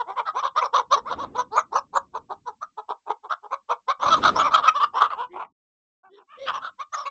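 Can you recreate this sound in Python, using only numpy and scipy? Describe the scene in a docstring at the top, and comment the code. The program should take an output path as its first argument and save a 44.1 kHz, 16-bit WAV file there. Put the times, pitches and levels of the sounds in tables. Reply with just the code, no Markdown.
"""An outdoor run where several hens give quick overlapping alarm clucks while they scatter from a fox.
Each cluck is a train of pulses, partly hoarse, ringing through a tuned throat, windpipe and beak; a few are moans.
Feet and wings stir up a low rumble of shaped noise; the coop and fence throw back a short echo.
A small security camera hears it and hushes its own background; for half a second the sound is cut to silence."""
import sys
import numpy as np
from scipy import signal
from scipy.fft import rfft, irfft
from scipy.io import wavfile
from scipy.ndimage import uniform_filter1d

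SR = 44100
rng = np.random.default_rng(int(sys.argv[2]) if len(sys.argv) > 2 else 0)


def unload_audio(sound):
    """Save the sound as a 16-bit wav file, at the path given as the first command line argument."""
    columns = np.transpose(np.atleast_2d(sound))
    # keep every value between -1 and 1, then stretch to whole-number steps
    steps = np.round(np.clip(columns, -1, 1) * 32767)
    wavfile.write(sys.argv[1], SR, steps.astype(np.int16))


N = 313110  # length of the scene in samples
SPAN, LEAD = 7168, 1024  # samples given to each call, and how many of them come before its start


def gain_of(db):
    """Turns decibels into a gain."""
    return 10 ** (np.asarray(db) / 20)


def evened(x):
    """Scales a signal to rms 1."""
    return x / np.sqrt(np.mean(x ** 2) + 1e-20)


def wander(count, smooth):
    """Slow random drift of rms 1: noise averaged twice over some samples."""
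    once = uniform_filter1d(rng.standard_normal(count), int(smooth))
    return evened(uniform_filter1d(once, int(smooth)))


def hens():
    """All clucks and moans; a cluck's treble follows its level, and its voice the flock's state."""
    # The clucks. Each row: start in seconds, length in ms, level in dB, pitch in Hz,
    # pitch glide as a share, roughness from 0 to 1.
    cluck_rows = [(0.0, 22.6, -22.5, 481.5, -0.12, 0.02), (0.077, 55, -31, 394.5, 0.13, 0.34),
                  (0.17, 44, -21.5, 501.6, -0.11, 0.44), (0.262, 43, -25, 659, -0.08, 0.46),
                  (0.354, 51.4, -23, 528, 0.35, 0.4), (0.435, 46.7, -20.5, 542.5, 0.018, 0.55),
                  (0.564, 34.3, -16, 609, 0.15, 0.44), (0.614, 28, -19, 497, -0.17, 0.49),
                  (0.641, 27.6, -21.5, 548, -0.23, 0.63), (0.739, 32.5, -15, 576.4, 0.25, 0.51),
                  (0.767, 44, -19, 506.5, -0.12, 0.62), (0.917, 34.8, -12.5, 573, 0.063, 0.32),
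                  (0.959, 33.6, -25.5, 449.4, 0.23, .7), (1.06, 44, -31.5, 626, 0.37, 0.37),
                  (1.103, 37.6, -24, 520, 0.17, 0.77), (1.183, 46, -28.5, 539.5, 0.27, 0.34),
                  (1.226, 28, -26.5, 511.5, -0.074, 0.77), (1.351, 23.5, -27.5, 467, 0.14, 0.32),
                  (1.379, 40.3, -20.5, 517, 0.012, 0.47), (1.525, 46, -27, 454.3, 0.1, 0.3),
                  (1.561, 43.6, -17, 598.8, 0.32, .6), (1.725, 35, -28, 453, 0.25, 0.62),
                  (1.749, 39, -19, 530.3, 0.15, 0.68), (1.934, 21, -32.5, 426.6, 0.033, 0.57),
                  (1.951, 30.6, -18, 547, 0.063, 0.67), (2.144, 35.2, -27.5, 442, 0.12, 0.56),
                  (2.302, 35.5, -29, 412, 0.07, 0.5), (2.467, 35.6, -29, 474, -0.17, 0.31),
                  (2.618, 26.4, -28.5, 651, 0.1, 0.49), (2.779, 26, -29.5, 447.4, 0.0049, 0.3),
                  (2.894, 31.8, -23, 440.6, 0.027, 0.68), (3.07, 37, -33.5, 422.3, 0.022, 0.54),
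                  (3.098, 25.2, -23, 413.6, 0.21, 0.48), (3.24, 32, -36, 404, -0.18, 0.45),
                  (3.304, 35, -20, 673.6, -0.0041, 0.62), (3.435, 35, -36.5, 417, -0.059, 0.5),
                  (3.516, 34.7, -21, 538, 0.14, 0.74), (3.7, 35.2, -18.5, 498, 0.023, 0.62),
                  (3.886, 33.5, -16.5, 585, 0.21, 0.44), (4.014, 67, -22, 558.7, 0.0099, .75),
                  (4.054, 56.6, -17.5, 560.2, 0.091, .7), (4.112, 41.2, -11.5, 656, -0.11, 0.28),
                  (4.163, 26.6, -23.5, 544, -0.25, 0.47), (4.237, 61.6, -12.5, 657.2, -0.14, .65),
                  (4.356, 41, -19, 485.6, -0.11, 0.65), (4.387, 41.7, -14.5, 644.6, -0.0095, 0.52),
                  (4.433, 57, -18.5, 573, -0.17, 0.41), (4.515, 54.6, -20, 640, 0.072, 0.69),
                  (4.541, 21, -8, 639.2, -0.059, .22), (4.566, 46.4, -22, 560, -.25, 0.7),
                  (4.633, 58, -17.5, 663.8, 0.045, 0.57), (4.676, 21.4, -8.5, 653, -0.017, 0.25),
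                  (4.751, 39, -20, 580.3, 0.079, 0.25), (4.8, 29, -19, 575.4, 0.047, 0.32),
                  (4.83, 20, -13, 610, -0.011, 0.32), (4.947, 54.5, -22.5, 508, 0.21, 0.51),
                  (4.997, 65.5, -17.5, 624.3, 0.074, .65), (5.106, 43.6, -25, 564, -0.24, 0.76),
                  (5.178, 71, -26.5, 485.4, 0.14, .35), (5.353, 90.5, -32.5, 432.4, 0.14, 0.69),
                  (6.034, 61, -53, 383.5, -0.022, 0.24), (6.17, 58, -54.5, 475, -0.048, 0.8),
                  (6.297, 82, -47.5, 612, 0.019, 0.35), (6.469, 48, -24.5, 694.5, -0.37, 0.78),
                  (6.532, 53, -27, 561.6, 0.026, 0.5), (6.626, 65, -28.5, 710, -0.013, 0.6),
                  (6.795, 35.5, -29.5, 583.3, 0.11, 0.28), (6.931, 27, -24.5, 639, 0.0018, 0.32),
                  (6.963, 76, -31, 578, -0.011, 0.51), (7.057, 27, -27, 562, 0.1, .25)]
    # Moans with a strong first harmonic and softened treble. 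Each row: start in seconds, length in ms,
    # level in dB before the windpipe adds to it, pitch in Hz, pitch glide as a share.
    moan_rows = [(5.307, 85, -45, 365, .05), (6.109, 98, -50, 401.7, 0.00053),
                 (6.392, 106, -36.5, 543, 0.0021)]
    # How the flock's voice changes through the scare. Each row: time in seconds, beak treble in dB
    # for an ordinary cluck, scale of the beak resonances (1 as in the beak table), first harmonic in dB.
    flock_rows = [(0, -19, 0.97, -19.5), (1.15, -17, 1.025, -10), (2.3, -21.5, 1.113, -14.5),
                  (3.401, -22.5, 0.93, -16.5), (4.201, -16, 1.05, -12), (5.15, -20, 0.91, -25),
                  (5.4, -7, 0.56, -27), (6.2, 3.5, 0.65, -20), (6.601, -16.5, 1, -22.5),
                  (7.05, -8.5, 1.022, -14)]
    usual_db = -24  # level of an ordinary cluck
    treble_per_db = 0.2859  # a louder cluck has a stronger beak sound

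    out = np.zeros(N + SPAN)
    at, flock_treble_db, flock_beak_scale, flock_pipe_db = np.transpose(flock_rows)
    for start, length_ms, level_db, pitch_hz, glide, rough in cluck_rows:
        extra_db = level_db - usual_db
        treble_db = np.interp(start, at, flock_treble_db) + treble_per_db * extra_db
        beak_scale = np.interp(start, at, flock_beak_scale)
        pipe_db = np.interp(start, at, flock_pipe_db)
        call = cluck(length_ms, level_db, pitch_hz, glide, rough, treble_db, pipe_db, beak_scale)
        out[round(start * SR):][:SPAN] += call
    for start, *row in moan_rows:
        call = cluck(*row, rough=0.47, treble_db=-12, pipe_db=23.0, beak_scale=0.93)
        out[round(start * SR):][:SPAN] += call
    return out[LEAD:][:N]


def cluck(length_ms, level_db, pitch_hz, glide, rough, treble_db, pipe_db, beak_scale):
    """One puff of air through the syrinx (voice organ): a short stack of harmonics, hoarse in rough calls."""
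    # Upper resonances of the beak, before each call shifts them. Each row: centre in Hz, width in Hz,
    # level in dB relative to the other rows.
    beak_rows = [(2231, 410, -9.5), (3651, 1000, -4.5), (5910, 360, -14)]
    throat_width_hz, pipe_width_hz = 381, 89
    neck_band = signal.butter(N=4, Wn=(400, 1600), btype="band", fs=SR, output="sos")  # Hz the neck passes

    t_ms = np.arange(-LEAD, SPAN - LEAD) / SR * 1000
    count = len(t_ms)
    rough = np.clip(rough, .22, 1)
    place = 2 * t_ms / length_ms - 1  # -1 at the start, 1 at the end
    arch = np.clip(place ** 2, 0, 2)  # 0 mid-call, growing toward both ends
    hz = pitch_hz * (1 + glide * np.clip(place, -1.3, 1.3) / 2 - .045 * arch)

    # the two sides of the syrinx are out of tune, heard most in a hoarse call
    other = membrane(hz * rng.choice([.76, 1.24]), rough)
    other = other * gain_of(8.4 * np.tanh(wander(count, 570)))
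    main = membrane(hz, rough)
    breath = rng.standard_normal(count)
    drive = main + 1.3 * rough ** 1.5 * other + .8 * rough ** 2 * breath

    # the throat is tuned near the second harmonic of the call
    throat = follow(drive, 480 + 1.14 * hz, throat_width_hz)
    throat = evened(signal.sosfilt(neck_band, throat))
    throat += gain_of(pipe_db) * follow(drive, hz, pipe_width_hz)  # the windpipe backs the first harmonic

    # each call shapes the beak a little differently, which shifts and weights the upper resonances
    moving_scale = beak_scale * (1 - .07 * arch)  # highest mid-call
    beak = np.zeros(count)
    for centre_hz, width_hz, db in beak_rows:
        weight, shift = rng.standard_normal(2)
        tilt_db = 3.4 * (beak_scale - 1) * (centre_hz / 1000) ** 2  # a low scale muffles the highest most
        ring_db = db + tilt_db + 4.1 * weight + 2.3 * wander(count, 270)
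        ring = follow(drive + main, moving_scale * centre_hz * (1 + 0.069 * shift), width_hz)
        beak += gain_of(ring_db) * ring

    brightness_db = treble_db + 16 * glide * place.clip(-1.5, 1.5)  # brighter as the pitch glides up
    voice = evened(throat) + gain_of(brightness_db) * evened(beak)
    swell_db = -8 * abs(place) ** 2.63 + 5.15 * rough * np.tanh(wander(count, 140))
    return gain_of(level_db + swell_db) * voice


def membrane(pitch_hz, rough):
    """Pulses of one syrinx membrane; in a rough call it wavers and alternates strong and weak pulses."""
    count = len(pitch_hz)
    wavering_hz = pitch_hz * (1 + .12 * rough * wander(count, 150))
    turns = np.cumsum(wavering_hz) / SR + rng.random()
    # the first 14 harmonics summed in one formula
    pulses = np.sin(29 * np.pi * turns) / (2 * np.sin(np.pi * turns) + 1e-12) - .5
    strong_weak = np.cos(np.pi * turns + 1.25 * wander(count, 170))  # half the pitch
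    return evened(pulses * (1 + rough * strong_weak))


def follow(x, hz, width_hz):
    """A resonance, passed twice, whose centre moves along the curve hz."""
    turn = np.exp(2j * np.pi * np.cumsum(hz) / SR)
    r = np.exp(-np.pi * width_hz / SR)
    # shift the centre down to 0 Hz, smooth there, shift back up
    smooth = signal.lfilter([1], [1, -2 * r, r * r], x / turn)
    return evened((turn * smooth).real)


def yard(x):
    """Sparse echoes of random sign from coop and fence, duller than the direct sound."""
    fade_s = 0.13  # time for the echoes to fall by 60 dB
    taps = np.zeros(SR // 2)
    jitter = rng.integers(0, 30, (SR // 2 - 301) // 30)
    at = np.arange(300, SR // 2 - 30, 30) + jitter  # one echo in every 30 samples
    taps[at] = rng.choice([-1., 1.], len(at)) * gain_of(-60 * at / SR / fade_s)
    taps = signal.lfilter([1], [1, -.7], taps)  # dull the echoes
    return signal.fftconvolve(x, taps / np.linalg.norm(taps))[:N]


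def rumble():
    """Lumpy low noise of running feet and beating wings."""
    # Loudness over time. Each row: time in seconds, level in dB before the random lumps.
    level_rows = [(0, -64.5), (0.801, -63.5), (1.197, -40.5), (1.601, -59), (2.201, -56), (2.999, -74.5),
                  (3.97, -70.5), (4.061, -38), (4.3, -33.5), (4.75, -57), (6.298, -73), (6.498, -53),
                  (6.8, -71)]
    # Colour of the noise. Each row: frequency in Hz, relative level in dB per Hz.
    colour_rows = [(25, -26.5), (70, -12), (170, -11.5), (280, -5.5), (480, -13), (1500, -28.5),
                   (6000, -42)]

    time_s, db = np.transpose(level_rows)
    f, colour_db = np.transpose(colour_rows)
    hz = np.fft.rfftfreq(N, 1 / SR)
    colour = gain_of(np.interp(np.log(hz + 1), np.log(f), colour_db))
    noise = evened(irfft(rfft(rng.standard_normal(N)) * colour, N))
    level_db = np.interp(np.arange(N) / SR, time_s, db)
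    thud = signal.sosfiltfilt(signal.butter(N=2, Wn=260, fs=SR, output="sos"), noise)
    swish = (noise - thud) * gain_of(0.53 * (level_db + 38.0))  # the upper part grows faster close by
    return (thud + swish) * gain_of(level_db + 0.82 * wander(N, 1100))


def scene():
    """Adds up the hens, their echo and the rumble."""
    birds = hens()
    echo = gain_of(-19.5) * yard(birds)
    return (birds + echo + rumble())[None]


def record(dry):
    """Camera sound: dulled treble, weak bins hushed, noise, clipping around a band limit. Apart from that, the
    sound drops to silence for half a second."""
    # The silent cut: from and to, in seconds.
    silence = (5.528, 6.032)
    hiss_db = -73.5
    grit_db = -35  # the converter's noise rises with the sound that passes through
    converter_hz, edge_hz = 8100, 16000  # the camera's band limit; the limit after the overload

    dulled = signal.sosfilt(signal.butter(N=3, Wn=7200, fs=SR, output="sos"), dry[0])

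    # the noise suppressor turns weak time-frequency bins down, to 0.12 at the least
    bins = signal.stft(dulled, nperseg=1024, noverlap=768)[2]
    power = uniform_filter1d(abs(bins) ** 2, size=3, axis=1)
    kept = np.clip(1 - gain_of(-88.0) ** 2 / (power + 1e-20), .12, 1)
    hushed = signal.istft(bins * kept, nperseg=1024, noverlap=768)[1][:N]

    t = np.arange(N) / SR
    away = np.maximum(silence[0] - t, t - silence[1])  # seconds from the silent cut, negative inside it
    hiss = gain_of(hiss_db) * np.clip(away / .5, .1, 1)  # fades near the silent cut
    grit = gain_of(grit_db) * uniform_filter1d(abs(hushed), size=400)
    noisy = hushed + (hiss + grit) * rng.standard_normal(N)
    with_cut = noisy * np.clip(away / 0.0038, 0, 1)  # cut to silence, with short ramps

    # overload on both sides of the band limit
    band_limit = signal.firwin(255, converter_hz, window=("kaiser", 9), fs=SR)
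    narrow = signal.oaconvolve(np.clip(with_cut, -.72, .72), band_limit, "same")
    clipped = np.clip(narrow, -.705, .705)
    last_limit = signal.firwin(255, edge_hz, window=("kaiser", 9), fs=SR)
    return signal.oaconvolve(clipped, last_limit, "same")[None]


dry = scene()
out = record(dry)
unload_audio(out)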